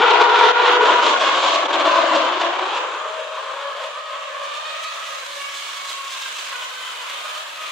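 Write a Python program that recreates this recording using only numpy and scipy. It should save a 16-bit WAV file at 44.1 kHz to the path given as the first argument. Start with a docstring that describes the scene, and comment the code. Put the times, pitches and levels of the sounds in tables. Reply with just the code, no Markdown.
"""A grandstand at a race track: a pack of racing cars holds its revs on the grid, bogs down at launch, screams past.
The pack is pulse trains, one for each car, mixed with noise; single cars stand out as stacks of wavering sines.
The level falls and the sound brightens as the pack arrives; the roar surges, flickers and briefly drops out.
Filtered noise makes the echoes off the stands and a light wind rumble; four thin ticks are high-passed clicks."""
import sys
import numpy as np
from scipy import signal
from scipy.fft import rfft, irfft, next_fast_len
from scipy.io import wavfile
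from scipy.ndimage import uniform_filter1d

SR = 44100
rng = np.random.default_rng(int(sys.argv[2]) if len(sys.argv) > 2 else 0)


def generate_wav(sig):
    """Save sig (samples, or channels by samples) to the path in sys.argv[1] as 16-bit PCM at SR."""
    pcm = np.round(np.clip(np.atleast_2d(sig).T, -1, 1) * 32767).astype(np.int16)
    wavfile.write(sys.argv[1], SR, pcm)


N = 340011

# Loudness of the pack before surges, dips and panning: (time [s], level [dB])
PACK_LEVEL = [(0, -14), (.5, -15), (.9, -12.5), (1.2, -16.5), (1.6, -21), (1.9, -16), (2.23, -18),
              (2.45, -20), (2.9, -23.5), (3.15, -27.5), (3.3, -29.5), (3.65, -29), (3.86, -29),
              (3.95, -30.5), (5.2, -30.5), (6, -31.5), (7, -30.5), (7.71, -30)]
# Revs: (time [s], mean firing rate of one bank [Hz], spread between cars [0-1], roughness [0-1, clipped])
REVS = [(0, 470.1, 0.05, 0.72), (.9, 475.6, 0.04, 0.79), (1.3, 549.4, 0.15, 0.85), (1.7, 569, 0.05, 0.85),
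        (2.1, 575.7, 0.14, 0.1), (2.6, 522.5, 0.12, 1.25), (3.2, 572, 0.12, 0.07), (3.7, 562.5, 0.15, 0.62),
        (4, 590.4, 0.11, 0.08), (4.3, 562.8, 0.09, 0.19), (4.65, 589.4, 0.09, 0.24), (5, 621.3, 0.1, 0.38),
        (5.25, 587.3, 0.06, 0.46), (5.6, 566.3, 0.05, 0.7), (6.4, 561.2, 0.08, 0.89),
        (7, 541.6, 0.12, 0.66), (7.71, 608.5, 0.06, 0.8)]
# Where the colour table is read: grid ends, clutches bite, launch from-to, pulling away, approach from-to,
# passing from-to, later cars: (time [s])
STAGE_TIMES = [.6, 1.1, 1.6, 2.5, 3.1, 3.7, 4.2, 5.3, 6.3, 7.1]
# Colour of the pack, relative within each stage: (frequency [Hz], grid [dB], clutches bite [dB], launch [dB],
# pulling away [dB], approach [dB], passing [dB], later cars [dB])
COLOUR = [(166, -54, -61.5, -77, -58, -45, -38, -40), (266, -39.5, -13, -30.5, -46, -32, -25, -24),
          (348, -7, -11, -5, -17, -25.5, -22, -22), (443, -3.5, -9, -19.5, -3.5, -13.5, -14.5, -15),
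          (492, -21.5, -8, -8, -7, -6.5, -15.5, -12.5), (630, -4.5, -5.5, -4, -12, -6, -7.5, -7),
          (802, -2.5, -11.5, -6.5, -7.5, -7.5, -11.5, -10), (1017, 1, 0, 0.8, 0, 0, -0.5, -1),
          (1248, 0, -3.5, -5, -5, -4, -0.5, -1.5), (1464, -4, -9.5, -7.5, -5.5, -6, -3, -2.5),
          (1874, -9.5, -15, -14, -14.5, -13.5, -5.5, -6.5),
          (3400, -9, -11, -11.5, -11.5, -10.5, -2.5, -3.5),
          (5180, -27, -27, -28.5, -28.5, -26.5, -13.5, -17),
          (7340, -34.5, -29, -32.5, -26.5, -27.5, -13.5, -17.5),
          (8370, -48.5, -42, -45, -36.5, -34, -18.5, -21.5), (10440, -58, -54, -54.5, -41.5, -41, -24, -25),
          (12060, -99, -91, -80, -49, -46, -27.5, -29), (15300, -99, -99, -99, -60, -53, -32, -33)]
# Brief swells (+) and dips (-), most in the treble: (time [s], treble change [dB], width at half height [s])
SURGES = [(.11, 5.5, 0.016), (.22, 6.5, 0.025), (.27, -2, 0.022), (.44, 5, 0.14), (.56, -5.5, 0.074),
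          (.72, 0.5, 0.02), (.79, -12, 0.029), (.87, 3, 0.026), (.96, -4.5, 0.22), (1.06, 5.5, 0.072),
          (1.17, -3, 0.04), (1.21, 4.5, 0.037), (1.28, 3, 0.056), (1.31, -3.5, 0.018), (1.5, 8.5, 0.22),
          (1.545, 4.5, 0.014), (1.69, -3.5, 0.1), (1.74, 6, 0.044), (1.775, -6.5, 0.024), (1.81, 4, 0.025),
          (1.835, -7, 0.019), (1.865, 3, 0.022), (1.97, 3.5, 0.025), (2.16, 6, 0.03), (2.31, -2.5, 0.04),
          (2.42, 4.5, 0.03), (2.55, -2.5, 0.14), (2.77, 6, 0.028), (2.96, -3.5, 0.35), (4.56, 4, 0.049),
          (4.75, 0.5, 0.28), (4.84, 6.5, 0.015), (5.19, 0, 0.037), (5.26, -2, 0.098), (5.58, 2.5, 0.051),
          (5.89, 5, 0.078), (6.13, 5.5, 0.033), (6.22, 4, 0.066), (6.42, 3, 0.2), (7.24, -1, 0.027),
          (7.45, -3.5, 0.033), (7.54, -3, 0.019), (7.63, 1, 0.068)]
# The whole roar drops for an instant: (time [s], change [dB], width at half height [s])
DIPS = [(.525, -8, 0.012), (.543, -5, 0.016), (1.195, -3.5, 0.016), (1.677, -7, .016), (1.722, -4, 0.0083),
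        (.275, -3.5, 0.027), (.85, -2, 0.0072), (1.42, -1.5, 0.033), (1.945, -1, 0.014), (5.235, -1, 0.019)]
# Cars that stand out: (levels of multiples 1, 2, .. of the firing rate [dB], pitch waver [rms share],
# curve of (time [s], bank firing rate [Hz], level added to every multiple [dB]))
CARS = [ ((-1, -9, -3, -13, -21, -16), .0017, [(0, 490, -23), (.22, 492, -24), (.5, 492, -22),
        (.55, 491, -24), (.66, 490, -21), (.84, 490, -19), (.9, 490, -34), (1.2, 491, -36)]),
        ((-20, 6.5, 4, -23), .008, [(0, 473.5, -31.5), (.4, 472.8, -29.5), (.8, 475.3, -33.5),
        (1.2, 475, -30)]), ((-9, -1.5, 2.5, -20), 0.0044, [(0, 459, -27), (.5, 458, -25),
        (1, 459.4, -39.5)]), ((-1, -15, -10, -20), .004, [(0, 429, -24), (.2, 431, -27), (.45, 428, -29),
        (.56, 430, -30), (.68, 433, -24), (.75, 433, -29), (.83, 435, -23), (.91, 431, -30)]),
        ((-18.5, 0.5, -26, -24), .007, [(0, 484, -28), (.15, 477.8, -22.5), (.35, 480, -19),
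        (.5, 484.6, -27), (.65, 486.8, -18), (.8, 485, -20), (.95, 485.6, -16.5), (1.13, 488.4, -25)]),
        ((-28, -2.5, -15.5, -17), .004, [(1.06, 540, -30), (1.13, 545, -18), (1.19, 535, -23),
        (1.22, 538, -15), (1.3, 548, -19), (1.4, 560, -20), (1.5, 560, -24), (1.55, 560, -18),
        (1.62, 565, -18), (1.7, 560, -24), (1.75, 555, -19), (1.78, 552, -27), (1.85, 550, -27)]),
        ((-23, -0.5, -7, -21), 0.0055, [(1.75, 530.7, -40), (1.9, 510, -25), (2, 502.9, -21),
        (2.15, 520, -33), (2.3, 483.4, -26.5), (2.5, 497, -42)]), ((-14.5, -5, -23, -22),
        0.012, [(1.4, 286.9, -33), (1.8, 289, -25), (2.15, 276, -27.5), (2.45, 300, -40),
        (2.7, 324.8, -35)]), ((-2, -9, -8, -12), 0.0078, [(3.3, 530.2, -50), (3.6, 561.5, -35),
        (3.85, 576.2, -36.5), (4, 624, -52), (4.2, 606, -51), (4.45, 559.4, -34.5), (4.8, 585.9, -69),
        (5.3, 571.7, -35.5), (5.6, 543.2, -50)]), ((-10.5, -3, -8.5, -12), 0.0089, [(1.5, 327, -23.5),
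        (1.72, 337.4, -27), (1.82, 331, -20.5), (1.92, 328.7, -27), (2, 331, -25.5), (2.2, 320.5, -22),
        (2.35, 325.3, -32), (2.5, 349.6, -24), (2.55, 360, -25), (2.63, 371.2, -25.5), (2.7, 386, -29),
        (2.8, 392, -40)]), ((-6, -4.5, -5, -22), 0.0081, [(1.9, 350, -33), (2.25, 341.4, -29),
        (2.42, 370, -25.5), (2.55, 342, -36)]), ((0.5, -19, -29, -22), 0.0031, [(2.99, 633.4, -34),
        (3.2, 634.2, -30.5), (3.45, 629.4, -43)]), ((-18, -4, -6, 0, -8, -4, -8), .005, [(4.48, 596, -46),
        (4.54, 600, -38), (4.63, 615, -42), (4.72, 628, -36), (4.8, 632, -41), (4.88, 638, -38),
        (4.96, 640, -46)]), ((-12, 0, -9, -14), .018, [(3.3, 585, -40), (3.45, 572, -38), (3.65, 550, -35),
        (3.9, 540, -38)]), ((-8, 0, -9, -14), .008, [(3.9, 590, -40), (4, 622, -35), (4.08, 630, -39),
        (4.18, 635, -36), (4.27, 637, -40), (4.4, 640, -38)]), ((-14, -1, -8, -17),
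        0.0162, [(4.2, 589.6, -51), (4.35, 585.7, -35), (4.6, 592.5, -40), (4.8, 603.6, -36.5),
        (5.1, 612, -41), (5.2, 600, -37)]), ((-10, 0, -7, -12, -11, -11), .008, [(4.05, 515, -39),
        (4.25, 550, -41), (4.4, 560, -37), (4.5, 580, -37), (4.6, 605, -44), (4.78, 625, -35),
        (4.95, 640, -42), (5.07, 648, -38), (5.2, 660, -41), (5.27, 660, -44)]), ((-9.5, -4, -6.5, -16),
        0.0069, [(5, 568.4, -50), (5.15, 536, -36), (5.38, 501, -46)]),
        ((-14, -2, -6, -1, -7, -14, -16, -16), .004, [(5.35, 568, -45), (5.44, 563, -37), (5.5, 560, -40),
        (5.58, 557, -36), (5.65, 557, -43), (5.95, 552, -44)]), ((-30, -8, -16, -8, -16, -16, -16, -3),
        .003, [(5.58, 560, -48), (5.66, 559, -43), (5.8, 557, -46), (5.9, 555, -50)]),
        ((-20, 0, -14, -14, -12), .005, [(5.65, 556, -43), (5.88, 552, -39), (5.96, 550, -35),
        (6.05, 548, -34), (6.12, 546, -38), (6.18, 542, -50), (6.46, 540, -52), (6.52, 540, -35),
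        (6.58, 537, -39), (6.66, 530, -38), (6.75, 520, -50)]), ((-30, -4, -2, -10, -5, -6, -6),
        .008, [(6.05, 545, -50), (6.13, 537, -38), (6.18, 535, -47), (6.26, 535, -40), (6.32, 530, -48),
        (6.45, 517, -48)]), ((-11.5, 2.5, 5, -2.5, 0, 4.5, -13), 0.005, [(6.4, 500, -50), (6.58, 492, -43),
        (6.68, 500, -48), (6.76, 512, -44), (6.9, 505, -49), (7, 501, -47), (7.1, 495, -52)]),
        ((-20, -6, -14, -14, 0, -10), .006, [(7, 565, -48), (7.1, 585, -39), (7.17, 610, -41),
        (7.24, 612, -47), (7.32, 615, -41), (7.42, 610, -48)]), ((-7, 0, -14, -14, -8),
        0.008, [(7.2, 600, -46), (7.27, 620, -37), (7.33, 615, -35), (7.38, 618, -38), (7.42, 620, -47),
        (7.55, 626, -47)]), ((-10, 0, -14, -5, -8), 0.006, [(7.53, 630, -45), (7.63, 628, -35),
        (7.71, 600, -39)]), ]
# Left-right balance of the roar over time, added to the lean: (time [s], left minus right [dB])
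PAN = [(0, 2), (.7, -0.5), (1.3, 0.5), (2.2, 0.9), (2.8, 0), (3.7, 1), (4.3, -1.2), (4.8, -1), (5.7, -1),
       (6.2, -0.5), (6.8, -1), (7.71, 0)]
# Left-right balance over the spectrum: (frequency [Hz], left minus right [dB])
LEAN = [(130, 5), (290, 2), (640, 4.5), (1410, -0.5), (3100, 0.9), (6820, -6), (10000, 1.2), (15000, -2.5)]
# Left-right likeness: (frequency [Hz], while the pack is far [0-1], while it is near [0-1])
LIKENESS = [(130, 0.48, .5), (290, 0.93, 0.39), (636, 0.93, 0.31), (1360, 0.56, 0.17), (3100, 0.38, 0.28),
            (6820, 0.34, 0.28), (15000, .35, 0.22)]
# Thin ticks, before a fixed 13 dB lift and the high-pass: (time [s], level [dB])
TICKS = [(0.3925, -50), (0.4489, -46), (0.7262, -33), (0.8664, -50)]
# Wind rumble before gusts, unsteadiness and side gain: (time [s], level [dB])
WIND_LEVEL = [(0, -69), (1, -75), (2.3, -69), (2.9, -76), (4.7, -84), (5.3, -83), (5.8, -100), (7.71, -89)]
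# Gusts: (time [s], rise [dB], width at half height [s])
GUSTS = [(.42, 8, 0.13), (.87, 9, .08)]

JITTER_S = 4.5e-5   # rms unevenness of firing times, blurs the high multiples
SWELL_HZ = (1540, 4160)   # a surge grows from the bass share to full between these
BASS_SHARE, CAR_SHARE = 0.29, 0.1   # shares of a surge below the treble and in single cars
FLICKER_DB, PATCHY_DB = 0.65, 1.3   # rms chance flicker of the treble; rms patchiness over time and frequency
FLUTTER_DB, RASP_DB = 1.8, 4.5   # rms slow and fast unsteadiness of a single car's level
STEADY_WAVER = .0025   # a car that wavers less than this in pitch also holds its level more evenly
FADE_S = .05   # fade in and out of a single car
NEAR_S = (3.83, 4.59)   # the pack draws near between these times
ECHO_T60_S, FIRST_ECHO_S = 0.27, .025   # decay by 60 dB; wait before the first echo
PACK_ECHO_DB, CAR_ECHO_DB = -13, -16   # echo against dry
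TICK_HZ = 8050   # ticks are heard above this
WIND_HZ, WIND_LEFT_DB = 160, 2   # rumble lies below this; left is raised and right lowered by this
MIC_BASS_HZ, CUTOFF_HZ = 200, 15735   # roar thins below the first; everything is cut above the second
STFT = dict(nperseg=768, noverlap=512)


def pack(count=16):
    """Every car fires sharp pulses at its own wandering rate; jet noise roars between them. Flat spectrum."""
    mean_hz, spread, rough = in_time(REVS)
    pulses = np.zeros(N)
    for place in np.linspace(-1, 1, count):
        wander = place + .4 * drift(.8) + .15 * drift(4)
        hz = mean_hz * (1 + spread * wander + .006 * drift(40))
        turns = np.cumsum(hz) / SR + rng.random()
        fired = np.flatnonzero(np.diff(np.floor(turns)))
        strong_weak_db = 0.77 * (-1) ** np.arange(len(fired))
        uneven_db = strong_weak_db + rng.normal(0, 2.6, len(fired))
        jitter = np.rint(rng.normal(0, JITTER_S * SR, len(fired))).astype(int)
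        fired = np.clip(fired + jitter, 0, N - 1)
        pulses[fired] += from_db(uneven_db + 4.0 * drift(12.7, fired))
    rough = np.clip(rough, 0, 1)
    crackle = rng.standard_normal(N) * from_db(1.56 * drift(47))
    tone = np.sqrt(1 - rough) * rms_one(pulses - pulses.mean())
    dry_pack = tone + np.sqrt(rough) * rms_one(crackle)
    return dry_pack + from_db(PACK_ECHO_DB) * echoes(dry_pack)


def distance(x):
    """A spectral filter slides the colour from stage to stage, sets the level and lets the roar surge and flicker."""
    hz, s, cells = signal.stft(x, SR, **STFT)
    stage = np.interp(s, STAGE_TIMES, [0, 1, 2, 2, 3, 4, 4, 5, 5, 6])
    table = np.array(COLOUR)
    colour_db = 0
    for k in range(7):
        weight = np.clip(1 - abs(stage - k), 0, 1)
        colour_db = colour_db + np.outer(at_hz(table[:, [0, k + 1]], hz), weight)
    gain = from_db(colour_db)
    gain *= from_db(in_time(PACK_LEVEL, s)[0]) / np.sqrt(np.mean(gain ** 2, axis=0))
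    bright = np.interp(np.log(hz + 1), np.log(SWELL_HZ), [0, 1])
    surge_share = BASS_SHARE + (1 - BASS_SHARE) * bright
    flicker_db = FLICKER_DB * drift(39, s * SR)
    swell_db = np.outer(surge_share, bumps(SURGES, s)) + np.outer(bright, flicker_db)
    # cars hide one another and echoes interfere: patches come and go
    chance = rng.standard_normal(gain.shape)
    patches = uniform_filter1d(uniform_filter1d(chance, size=4, axis=0), size=17, axis=1)
    gain *= from_db(swell_db + PATCHY_DB * rms_one(patches))
    return signal.istft(cells * gain, SR, **STFT)[1][:N] / np.std(x)


def cars():
    """Low multiples of each car's firing rate, as wavering, fluttering sines that fade in and out."""
    out = np.zeros(N)
    for orders_db, waver, rows in CARS:
        a, b = int(rows[0][0] * SR), min(int(rows[-1][0] * SR), N)
        s = np.arange(a, b) / SR
        hz, level_db = in_time(rows, s)
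        # no fade at the very start or end of the scene
        rise = np.where(a > 0, s - s[0], 1)
        fall = np.where(b < N - 20, s[-1] - s, 1)
        fade = np.sin(np.pi / 2 * np.clip(np.minimum(rise, fall) / FADE_S, 0, 1)) ** 2
        phase = 2 * np.pi * np.cumsum(hz * (1 + waver * drift(26.2, s * SR))) / SR
        uneven = min(waver / STEADY_WAVER, 1)
        rasp_db = uneven * RASP_DB * drift(42, s * SR)
        shared_db = level_db + rasp_db + CAR_SHARE * bumps(SURGES, s)
        for k, order_db in enumerate(orders_db):
            flutter_db = uneven * FLUTTER_DB * drift(6.9, s * SR)
            loudness = from_db(shared_db + order_db + flutter_db)
            out[a:b] += fade * loudness * np.sin((k + 1) * phase)
    return out + from_db(CAR_ECHO_DB) * echoes(out)


def stereo(x):
    """Two microphones share the direct roar; echoes of opposite sign set them apart, by band and nearness."""
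    size = next_fast_len(N)
    hz = np.fft.rfftfreq(size, 1 / SR)
    opposite = np.array([[1], [-1]])
    direct, scattered = rfft(x, size), rfft(echoes(x), size)
    lean = from_db(at_hz(LEAN, hz) / 2 * opposite)
    pairs = []
    for k in (1, 2):   # far, near
        alike = np.clip(at_hz(np.array(LIKENESS)[:, [0, k]], hz), 0, 1)
        shared = np.sqrt((1 + alike) / 2) * direct
        apart = np.sqrt((1 - alike) / 2) * scattered * opposite
        pairs.append(irfft((shared + apart) * lean, size)[:, :N])
    far_pair, near_pair = pairs
    near = np.interp(np.arange(N) / SR, NEAR_S, [0, 1])
    pan_db = in_time(PAN)[0] / 2
    return ((1 - near) * far_pair + near * near_pair) * from_db([pan_db, -pan_db])


def echoes(x):
    """Dense echoes off the stands and the pit wall: decaying noise, new on every call, of unit energy."""
    s = np.arange(SR // 2) / SR
    tail = rng.standard_normal(len(s)) * from_db(-60 * s / ECHO_T60_S) * (s > FIRST_ECHO_S)
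    return signal.fftconvolve(x, tail / np.sqrt(np.sum(tail ** 2)))[:N]


def ticks():
    """Single-sample clicks through a high-pass, so only their treble is heard."""
    s, db = np.transpose(TICKS)
    clicks = np.zeros(N)
    clicks[(s * SR).astype(int)] = from_db(db + 13)
    treble = signal.butter(2, TICK_HZ, "high", fs=SR, output="sos")
    return signal.sosfilt(treble, clicks + 1e-18)


def wind():
    """Lumpy rumble on the microphones: low-passed noise of unsteady level, stronger on the left."""
    low_pass = signal.butter(2, WIND_HZ, fs=SR, output="sos")
    low = signal.sosfilt(low_pass, rng.standard_normal(N))
    level_db = in_time(WIND_LEVEL)[0] + bumps(GUSTS, np.arange(N) / SR) + 2.4 * drift(4.4)
    return from_db(level_db) * rms_one(low) * from_db([[WIND_LEFT_DB], [-WIND_LEFT_DB]])


def from_db(db):
    """Decibels to gain."""
    return 10 ** (np.asarray(db) / 20)


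def rms_one(x):
    """Scale to unit rms."""
    return x / np.sqrt(np.mean(x ** 2) + 1e-20)


def in_time(rows, s=None):
    """Columns of a curve at every sample, or at the times s."""
    s = np.arange(N) / SR if s is None else s
    at, *columns = np.transpose(rows)
    return [np.interp(s, at, c) for c in columns]


def at_hz(points, hz):
    """A spectrum read on a log-frequency axis."""
    points = np.array(points)
    return np.interp(np.log(hz + 1), np.log(points[:, 0]), points[:, 1])


def bumps(rows, s):
    """Sum of bell-shaped changes in dB; length is the width at half height."""
    return sum(db * np.exp(-4 * np.log(2) * ((s - at) / length) ** 2) for at, db, length in rows)


def drift(rate, at=np.arange(N)):
    """Slow chance of unit rms: noise low-passed near rate [Hz], read at the samples at."""
    r = np.exp(-80 * np.pi * rate / SR)   # made at one value per 40 samples
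    noise = rng.standard_normal(N // 40 + 2002)
    slow = signal.lfilter([1], [1, -2 * r, r * r], noise)[2000:]   # skip the filter's settling
    return np.interp(at / 40, np.arange(len(slow)), rms_one(slow))


def scene():
    """Pack and single cars through the microphones, with wind and ticks added."""
    thin = signal.butter(4, MIC_BASS_HZ, "high", fs=SR, output="sos")   # small microphones lose the bass
    roar = stereo(distance(pack()) + cars())
    roar = roar * from_db(bumps(DIPS, np.arange(N) / SR))
    return signal.sosfilt(thin, roar) + wind() + ticks()


def record(dry):
    """Overload rounds the loudest peaks off at full scale, then a steep low-pass cuts the top."""
    rounded = dry / (1 + dry ** 12) ** (1 / 12)
    low_pass = signal.ellip(12, .5, 70, CUTOFF_HZ, fs=SR, output="sos")   # 0.5 dB ripple, 70 dB stop
    return signal.sosfilt(low_pass, rounded)


dry = scene()
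out = record(dry)
generate_wav(out)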